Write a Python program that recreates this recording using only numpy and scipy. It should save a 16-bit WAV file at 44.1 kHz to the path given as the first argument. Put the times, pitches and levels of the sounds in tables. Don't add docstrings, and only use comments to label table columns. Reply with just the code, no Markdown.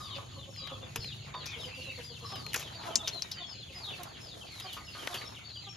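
import sys
import numpy as np
from scipy import signal
from scipy.fft import rfft, irfft
from scipy.io import wavfile

SR = 44100
rng = np.random.default_rng(int(sys.argv[2]) if len(sys.argv) > 2 else 0)


def store_wav(level_fs):
    pcm = np.round(np.clip(np.atleast_2d(level_fs), -1, 1) * 32767)
    wavfile.write(sys.argv[1], SR, pcm.T.astype(np.int16))


N = 254016


def from_db(db):
    return 10 ** (np.asarray(db) / 20)


def rms_one(x):
    return x / np.sqrt(np.mean(x ** 2) + 1e-20)


def in_time(rows):
    s, *columns = np.transpose(rows)
    return [np.interp(np.arange(N) / SR, s, c) for c in columns]


def at_hz(points, left=None, right=None):
    bin_hz = np.maximum(np.arange(N // 2 + 1) * SR / N, 1)
    table_hz, values = np.array(points).T
    return np.interp(np.log(bin_hz), np.log(table_hz), values, left, right)


def sides(pan_db):
    return from_db(np.array([[.5], [-.5]]) * pan_db)


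def add(out, s, piece):
    i = max(round(s * SR), 0)
    out[..., i:i + piece.shape[-1]] += piece[..., :max(N - i, 0)]


def drift(rate):
    r = np.exp(-80 * np.pi * rate / SR)
    chance = rng.standard_normal(N // 40 + 2002)
    slow = signal.lfilter([1], [1, -2 * r, r * r], chance)[2000:]
    return np.interp(np.arange(N) / 40, np.arange(len(slow)), rms_one(slow))


# f/Hz, lag of the right port/rad (negative: it leads)
PORT_PHASE = [(100, 0.3), (5700, 0.4), (6700, -.9), (7700, -2.9), (8900, -3.3), (10400, -5.4),
              (11900, -6.3), (13000, -7.2), (14000, -9.2), (16400, -9.5)]


def shift_right_port(pair):
    pair[1] *= np.exp(-1j * at_hz(PORT_PHASE))
    return pair


# f/Hz, likeness/(0-1)
COHERENCE = [(60, 1), (130, 0.96), (300, 0.012), (1400, 0.014), (3000, 0.83), (6800, 0.41), (7800, 1),
             (16000, 0.83)]


def coloured(spectrum, grain_db=0):
    mid, side = rfft(rng.standard_normal((2, N)) * from_db(grain_db * drift(137)))
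    alike = np.clip(at_hz(COHERENCE), 0, 1)
    pair = np.sqrt(1 + alike) * mid + np.sqrt(1 - alike) * side * [[1], [-1]]
    pair = shift_right_port(pair)
    return rms_one(irfft(pair * from_db(at_hz(spectrum, left=-80, right=-80)), N))


# t/s, level/dB
HUM_LEVEL = [(0.0, -51.5), (3.77, -54.5), (5.76, -54.5)]
# f/Hz, density/(dB per Hz)
HUM_SPECTRUM = [(15, -57), (32, -13), (70, 4), (102, 8), (146, 1), (211, -5), (300, -7), (390, -8.5),
                (660, -120)]


def hum():
    return from_db(in_time(HUM_LEVEL)[0]) * coloured(HUM_SPECTRUM)


# t/s, firing rate f/Hz, reference level of its tones/dB
ENGINE_RUN = [(0.0, 24.22, -58), (1.0, 27.33, -52), (1.7, 28.8, -55), (2.6, 29.36, -55.5),
              (3.6, 30.64, -60.5), (4.3, 29.88, -60.5), (4.8, 28.16, -64), (5.76, 28.25, -60.5)]
# multiple, relative level/dB
ENGINE_HARMONICS = [(3, -9), (4, 1.5), (5, -0.5), (6, -8), (7, -8.5), (8, -12.5)]


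def engine():
    hz, db = in_time(ENGINE_RUN)
    phase = 2 * np.pi * np.cumsum(hz) / SR
    out = np.zeros(N)
    for k, order_db in ENGINE_HARMONICS:
        level_db = db + order_db + 2.3 * drift(1.15)
        out += from_db(level_db) * np.sin(k * phase + rng.uniform(0, 2 * np.pi))
    return out


# f/Hz, density/(dB per Hz)
INSECT_SPECTRUM = [(5800, -34), (6350, -6.5), (6700, 1.5), (7100, -9), (7800, -16)]


def insects(level_db=-64):
    return from_db(level_db + 1.04 * drift(3.3)) * coloured(INSECT_SPECTRUM)


# f/Hz, density/(dB per Hz)
FLOCK_SPECTRUM = [(1600, -20), (2100, -8), (2700, -2), (3400, 0), (4400, -1), (5200, -8), (5800, -22)]


def blurred_flock(level_db=-65):
    return from_db(level_db + 7.1 * drift(8.6)) * coloured(FLOCK_SPECTRUM)


def whistle(hz, level_db, flutter_db=3, beads_db=1.5, waver_hz=72):
    length = len(hz) / SR
    t = np.linspace(0, 1, len(hz)) * length
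    knots = rng.standard_normal((3, 120))
    wobble, flutter, beads = (np.interp(t * rate, np.arange(120), k)
                              for k, rate in zip(knots, (300, 400, 70)))
    hoarse_hz = waver_hz * (3500 / hz) ** 2.3 * wobble
    phase = 2 * np.pi * np.cumsum(hz + hoarse_hz) / SR
    ends = np.minimum(1, np.minimum(1.5 * t, length - t) / .012)
    return from_db(level_db + flutter_db * flutter + beads_db * beads) * ends * np.sin(phase)


def peep(length, hz_start, hz_end, level_db, bend, swell_db=3.3):
    u = np.linspace(0, 1, max(round(length * SR), 64))
    return whistle(hz_start + (hz_end - hz_start) * u ** bend, level_db + swell_db * (u - .5))


def through_leaves(call, t60_s=.08, spray_db=0):
    t = np.arange(SR // 10) / SR
    shared, *own = rng.standard_normal((3, len(t))) * from_db(-60 * t / t60_s)
    spray = shared + .5 * np.array(own)
    spray *= from_db(spray_db) / np.sqrt(np.sum(spray ** 2, axis=1, keepdims=True))
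    spray[:, 0] = 1
    return signal.fftconvolve(call[None], spray, axes=1)


def far_chicks(count=230, level_db=-63, bend=1.2):
    out = np.zeros((2, N))
    for when, long, high, fall, loud in rng.random((count, 5)):
        hz = 2900 + 2300 * high
        call = peep(0.04 + 0.08 * long, hz, hz * (.8 - 0.3 * fall), level_db + 9 * (loud - .5), bend)
        add(out, when * N / SR, through_leaves(call))
    return out


def yard(x, t60_s=.28, build_up_s=.02):
    t = np.arange(SR // 2) / SR
    cloud = rng.standard_normal((2, len(t))) * from_db(-60 * t / t60_s) * np.clip(t / build_up_s, 0, 1)
    cloud /= np.sqrt(np.sum(cloud ** 2, axis=1, keepdims=True))
    return signal.fftconvolve(x, cloud, axes=1)[:, :N]


# t/s (8 ms after the onset), level of the second partial/dB, its nominal pitch f/Hz
HEN_NOTES = [(.161, -48, 558), (0.373, -49.5, 544), (.479, -48, 546), (.619, -51.5, 538),
             (0.718, -41.5, 536), (.827, -49.5, 523), (0.964, -45.5, 453), (1.564, -48.5, 463),
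             (1.659, -47.5, 501), (1.779, -46.5, 518), (1.875, -47, 535), (1.985, -44, 489),
             (2.104, -50, 474), (2.225, -49, 472), (2.328, -44, 782), (2.469, -52, 440),
             (2.754, -48.5, 669), (2.852, -49, 695), (2.88, -42, 670), (2.904, -47.5, 854),
             (2.94, -46.5, 673), (2.995, -49.5, 845), (3.03, -47, 659), (3.154, -46, 685),
             (3.405, -48, 705), (3.55, -60, 525), (3.7, -53, 537), (3.76, -56, 728), (3.874, -53, 806),
             (3.998, -46, 710), (4.647, -45.5, 754), (5.101, -47, 710), (5.67, -50, 795)]


def hen(first_db=-8, fourth_db=-14, hoarse=0.35, length=0.04, pan_db=-2):
    out = np.zeros((2, N))
    u = np.linspace(0, 1, max(round(length * SR), 64))
    for s, level_db, hz in HEN_NOTES:
        third_db = -16.5 + 21.5 * np.log2(hz / 500)
        phase = np.pi * np.cumsum(hz * (1.03 - 0.068 * u)) / SR
        partials_db = [first_db, 0, third_db, fourth_db]
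        tone = sum(from_db(db) * np.sin(k * phase) for k, db in enumerate(partials_db, 1))
        tone *= 1 + hoarse * np.interp(u, np.linspace(0, 1, 20), rng.standard_normal(20))
        swell = np.sin(np.pi * u ** 0.95)
        add(out, s - .008, from_db(level_db) * swell * tone * sides(pan_db))
    return out


# t/s, length/s, start f/Hz, end f/Hz, mid level/dB,
# bend (1 straight, 3 holds then drops)
CHICK_PEEPS = [(.006, 0.17, 3920, 2640, -51.5, 1.38), (0.012, 0.18, 4820, 3210, -55, 1.7),
               (.099, 0.068, 3890, 3380, -49, 1.05), (0.294, 0.12, 4500, 3860, -59, 2.4),
               (.383, 0.072, 3590, 2260, -52.5, 3.9), (.495, 0.072, 5570, 5060, -59.5, 1.36),
               (.53, 0.15, 4490, 3560, -53.5, 0.74), (.566, .06, 5040, 4350, -47.5, 1.8),
               (.613, 0.059, 4000, 3815, -47, 0.82), (.604, 0.086, 3255, 2870, -54.5, 1.34),
               (.66, 0.059, 3294, 2256, -51, 2.2), (.66, 0.1, 3547, 3205, -50, 2.6),
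               (0.744, 0.037, 2720, 2500, -60, 1.4), (.82, 0.036, 3650, 3480, -52, 0.84),
               (0.374, 0.029, 3250, 2780, -56, 1.2), (0.486, 0.018, 3870, 3500, -62, 0.95),
               (.97, 0.13, 5510, 4610, -55, 1.2), (0.949, 0.2, 5030, 2510, -51, 1.84),
               (1.0, 0.14, 4340, 3640, -51, 1.3), (1.331, 0.12, 3645, 2185, -51.5, 4),
               (1.335, 0.098, 4700, 4080, -53.5, 1.4), (1.4, 0.069, 4110, 3460, -46.5, 1.06),
               (1.466, 0.094, 2580, 2127, -49, 0.87), (1.497, 0.079, 3700, 2460, -49.5, 1.73),
               (1.584, 0.073, 3910, 2520, -48.5, 1.8), (1.59, .13, 5350, 4200, -56, 1.6),
               (1.735, 0.18, 4910, 3650, -56, 1.04), (1.887, 0.14, 2230, 2023, -58, 1.34),
               (1.944, 0.045, 4780, 4030, -51.5, 0.95), (1.989, .04, 3030, 2620, -53, 1.7),
               (2.035, 0.15, 4975, 2300, -52.5, 2.4), (2.06, 0.091, 3550, 2530, -56, 2.7),
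               (2.2, 0.049, 3380, 2180, -58, 2.7), (2.2, 0.11, 4256, 3785, -53, 1.53),
               (2.315, 0.063, 3770, 2580, -50, 1.16), (2.251, 0.13, 4950, 3510, -54.5, 1.55),
               (2.249, 0.17, 5340, 4310, -54.5, 2.7), (2.41, 0.086, 4440, 4000, -54, 1.3),
               (2.504, 0.034, 3150, 2940, -50, 1.3), (2.63, 0.065, 3620, 2900, -51, 1.16),
               (2.725, 0.11, 4750, 3440, -53.5, 2), (2.897, 0.1, 3306, 2793, -52.5, 0.85),
               (2.98, 0.048, 3800, 3330, -45.5, 1.08), (3.029, 0.049, 3910, 3580, -43, 1.1),
               (3.12, 0.076, 4330, 3920, -45.5, 1.16), (3.23, 0.032, 3880, 3610, -48.5, 1.2),
               (3.321, 0.087, 5000, 4300, -52.5, 1.3), (3.369, 0.04, 3120, 2960, -45.5, .7),
               (3.391, 0.07, 3855, 3190, -46.5, 0.96), (3.431, .195, 4450, 4070, -57.5, 1.2),
               (3.461, 0.083, 5390, 4220, -52, 2.24), (3.506, 0.064, 3100, 2930, -57, 1.4),
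               (3.605, 0.046, 3820, 2890, -52, 1.7), (3.657, 0.052, 3670, 2400, -55, 1.44),
               (3.744, 0.12, 5055, 3860, -49, 2.16), (3.84, 0.084, 3890, 3360, -43.5, 1.8),
               (3.838, 0.12, 3666, 2450, -48, 1.3), (4.135, 0.044, 3076, 2790, -54.5, 1.7),
               (4.2, 0.14, 5280, 3190, -53, 2.2), (4.312, 0.04, 3610, 3470, -48, 0.98),
               (0.0, 0.1, 5080, 4540, -56, 1.7), (4.406, 0.036, 3280, 2290, -48.5, 2.1),
               (4.45, 0.16, 4700, 3720, -56, 1.05), (4.611, 0.075, 5080, 4000, -49.5, 1.7),
               (4.655, 0.054, 3166, 2796, -48, 1.47), (4.685, 0.064, 3800, 2670, -48.5, 1.86),
               (4.744, 0.12, 4660, 4180, -57.5, 1.5), (4.84, 0.12, 5590, 4690, -56, 0.5),
               (4.91, .09, 4380, 4330, -58, 1.2), (4.864, 0.034, 3076, 2710, -50.5, 1),
               (4.98, 0.071, 3290, 2790, -51, 1.44), (5.115, 0.04, 3920, 2840, -47, 1.3),
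               (5.15, 0.053, 4910, 4390, -53, 1.1), (5.201, 0.087, 4043, 3200, -52.5, 1.9),
               (5.249, 0.044, 5460, 5400, -51, 1.3), (5.345, 0.04, 4300, 2310, -49, 0.68),
               (5.415, 0.047, 3720, 3570, -61, 1.4), (5.44, 0.091, 4500, 3680, -50.5, 4.1),
               (5.529, 0.081, 4640, 4760, -51.5, .6), (5.59, 0.047, 4430, 3900, -51.5, 1.4),
               (5.55, 0.036, 3410, 2770, -46, 1.25), (5.635, 0.064, 4240, 2640, -52.5, 1.14),
               (5.684, 0.073, 5570, 5300, -54, 1.1)]
# t/s, f/Hz, level/dB
UPWARD_CALL = [(1.67, 2043, -53), (1.75, 2793, -48.5), (1.84, 2875, -50.5), (1.92, 2594, -43.5)]


def chicks(spread_db=3.5):
    out = np.zeros((2, N))
    for s, length, hz, *shape in CHICK_PEEPS:
        pan_db = 1.9 + 2.7 * np.log2(hz / 4000) + spread_db * rng.standard_normal()
        add(out, s, through_leaves(peep(length, hz, *shape)) * sides(pan_db))
    start, end = round(UPWARD_CALL[0][0] * SR), round(UPWARD_CALL[-1][0] * SR)
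    hz, level_db = (c[start:end] for c in in_time(UPWARD_CALL))
    add(out, start / SR, through_leaves(whistle(hz, level_db)) * sides(1.2))
    return out


def bump(start_s=0.99, level_db=-30, hz=94, t60_s=0.041):
    t = np.maximum(np.arange(N) / SR - start_s, 0)
    return from_db(level_db - 60 * t / t60_s) * np.sin(2 * np.pi * hz * t)


def patchy(x, patch_db=3.8, rate=13.0):
    spectrum = rfft(x)
    octave = np.log2(np.maximum(np.arange(N // 2 + 1) * SR / N, 250) / 250)
    out = 0
    for k in range(4):
        share = np.clip(1 - np.abs(np.minimum(octave, 3) - k), 0, 1)
        out = out + from_db(patch_db * drift(rate)) * irfft(spectrum * share, N)
    return rms_one(out)


# t/s, dull shuffle level/dB, crisp hiss level/dB
RUSTLE_LEVELS = [(0.0, -50, -54), (.38, -59.5, -63), (1.09, -53, -60), (1.39, -53.5, -66.5),
                 (1.6, -53.5, -58.5), (2.17, -61, -59), (2.31, -54.5, -58.5), (2.55, -55, -53),
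                 (2.8, -50.5, -59.5), (2.87, -46, -54.5), (3.05, -55, -56.5), (3.2, -55, -55),
                 (3.42, -53.5, -67), (3.67, -61, -64.5), (3.93, -50, -53.5), (4.15, -56, -62.5),
                 (4.64, -52, -54.5), (4.86, -58, -61.5), (5.13, -46.5, -51), (5.45, -61.5, -64.5),
                 (5.76, -60, -69)]
# f/Hz, density/(dB per Hz)
SHUFFLE_SPECTRUM = [(150, -7), (350, -2), (700, -2), (1300, -5), (2000, -9), (3500, -24)]
CRISP_SPECTRUM = [(3000, 2.5), (5500, 0), (8000, -2.5), (11000, -6.5), (13700, -15)]


def leaves():
    shuffle_db, crisp_db = in_time(RUSTLE_LEVELS)
    shuffle = patchy(coloured(SHUFFLE_SPECTRUM, grain_db=2.5))
    crisp = coloured(CRISP_SPECTRUM, grain_db=1.5)
    return from_db(shuffle_db + 2.0 * drift(6.0)) * shuffle + from_db(crisp_db + 2.4 * drift(7.5)) * crisp


# t/s, level of a mode at the favoured pitch/dB, pitch that the spot favours f/Hz
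BOWL_TAPS = [(0.1855, -42.5, 1110), (1.349, -36.5, 1005), (4.768, -42, 1206), (4.9527, -45, 1250)]
# f/Hz, relative level under rolling/dB, t60 after a tap/s
BOWL_MODES = [(835, -33, 0.12), (1016, 0.5, 0.2), (1130, 13, 0.18), (1232, 9, 0.26), (1460, -18, 0.23)]
# t/s, length/s, relative drive level/dB
BERRY_ROLLS = [(0.0, 0.16, -65), (0.318, 0.1, -72), (0.585, 0.23, -70), (2.217, 0.254, -67.5),
               (5.064, 0.22, -71)]


def bowl(rolling_t60=0.5, edge_s=0.023, tap_loss_db=41):
    tap_s, tap_db, tap_hz = np.array(BOWL_TAPS).T
    patter, out = np.zeros(N), np.zeros((2, N))
    for s, length, db in BERRY_ROLLS:
        t = np.arange(N) / SR - s
        patter += from_db(db) * np.clip(np.minimum(t + edge_s, length - t) / edge_s, 0, 1)
    for hz, db, t60 in BOWL_MODES:
        clicks = np.zeros(N)
        loss_db = tap_loss_db * np.abs(np.log2(hz / tap_hz))
        clicks[(tap_s * SR).astype(int)] = from_db(tap_db - loss_db - db)
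        noise = rng.standard_normal(N) + rng.standard_normal((2, N))
        rain = patter * noise * from_db(5.7 * drift(50.0))
        for drive, t60_s in (clicks, t60), (rain * 0.04, t60 * rolling_t60):
            r, w = from_db(-60 / (t60_s * SR)), 2 * np.pi * hz / SR
            ring = signal.lfilter([0, np.sin(w)], [1, -2 * r * np.cos(w), r * r], drive + 1e-18)
            out += from_db(db) * ring * sides(rng.normal(0, 5))
    return out


# t/s, peak level of the ring/dB, pitch of the twig's ring f/Hz,
# knock against the ring/dB, treble crack against the ring/dB, t60 of ring and knock/s (at least 5 ms)
TWIG_SNAPS = [(0.562, -41.5, 2220, -13, -3, 0.025), (0.9591, -30.5, 2500, 6, 5.5, 0.07),
              (0.673, -37, 3500, 1.5, -8, 0.043), (1.044, -33, 2640, -4, -11, 0.022),
              (1.3407, -37.5, 1030, 2.5, -32, 0.1), (1.458, -32, 5240, -8, -4.5, 0.17),
              (2.322, -45, 2640, 9, -20, 0.038), (2.3576, -41, 3470, 3.5, 2, 0.078),
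              (2.4652, -33.5, 2300, -1.5, 1, 0.0097), (2.533, -30, 2486, -16, 5, 0.025),
              (2.542, -24, 1680, -39, 3.5, 0.068), (2.5452, -23.5, 2520, 1.5, -3, 0.044),
              (2.5602, -27.5, 6700, -0.5, 2, 0.056), (2.574, -36.5, 6400, 0, 0, 0.25),
              (2.5954, -40.5, 6900, 4, 9, 0.18), (2.612, -42, 2600, 0, 0, 0.058),
              (2.627, -44, 2300, 8, 7, 0.05), (2.832, -52, 940, 18, -22, 0.35),
              (2.9556, -10.5, 6540, -21.5, -35, 0.064), (2.9565, -10.5, 4350, -24, -11, 0.018),
              (3.0741, -21.5, 3150, -11, -9, 0.13), (3.079, -17, 5400, -15, -19, 0.062),
              (3.222, -17.5, 5120, -17, -17, 0.036), (3.314, -26.5, 4530, -16, -8, 0.089),
              (4.0329, -44, 2580, -14, 14, 0.08), (4.599, -35.5, 3240, -10, 3, 0.11),
              (4.7296, -37, 3850, -10, 1, 0.34), (4.7717, -46, 1200, 11, -26, 0.11),
              (4.948, -53.5, 1400, 15, -6, 1), (5.0734, -27.5, 1750, 7, 0, 0.021),
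              (5.1424, -32.5, 2670, 2.5, 3.5, 0.19), (5.2125, -41, 1890, 3, -14, 0.12)]
# f/Hz, left minus right/dB
SNAP_BALANCE = [(1000, 3), (4000, 2), (7000, 9.5), (9000, -2), (16000, 0)]


def snaps(jagged_db=2.5, ring_width=.45, crack_t60_share=.6, first_t60_s=0.0087, first_db=-9.5):
    out, t = np.zeros(N), np.arange(6000) / SR
    first = from_db(first_db - 60 * t / first_t60_s)
    for s, peak_db, hz, knock_db, crack_db, t60 in TWIG_SNAPS:
        steps = np.repeat(from_db(jagged_db * rng.standard_normal(len(t) // 24)), 24)
        cracks = rng.standard_normal(len(t)) * steps
        ring_band = hz * (1 + ring_width) ** np.array([-.5, .5])
        parts = ((0, ring_band, 1), (knock_db, (300, 3500), 1),
                 (crack_db, (5000, 16300), crack_t60_share))
        for db, band, share in parts:
            dying = from_db(-60 * t / max(share * t60, .005)) + first
            band_filter = signal.butter(3, band, "band", fs=SR, output="sos")
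            part = signal.sosfilt(band_filter, cracks * dying)
            add(out, s, from_db(peak_db + db) * part / np.abs(part).max())
    return irfft(shift_right_port(rfft(out) * sides(at_hz(SNAP_BALANCE))), N)


def scene():
    background = hum() + engine() + insects() + blurred_flock()
    brood, clucks, peeps = far_chicks(), hen(), chicks()
    near = bowl() + snaps()
    echoes = yard(from_db(-5) * peeps + brood + from_db(-4.5) * clucks + from_db(-26) * near)
    birds = from_db(-1) * brood + clucks + peeps
    return background + birds + echoes + bump() + leaves() + near


def record(dry):
    return signal.sosfilt(signal.cheby2(12, 70, 16900, fs=SR, output="sos"), dry)


dry = scene()
out = record(dry)
store_wav(out)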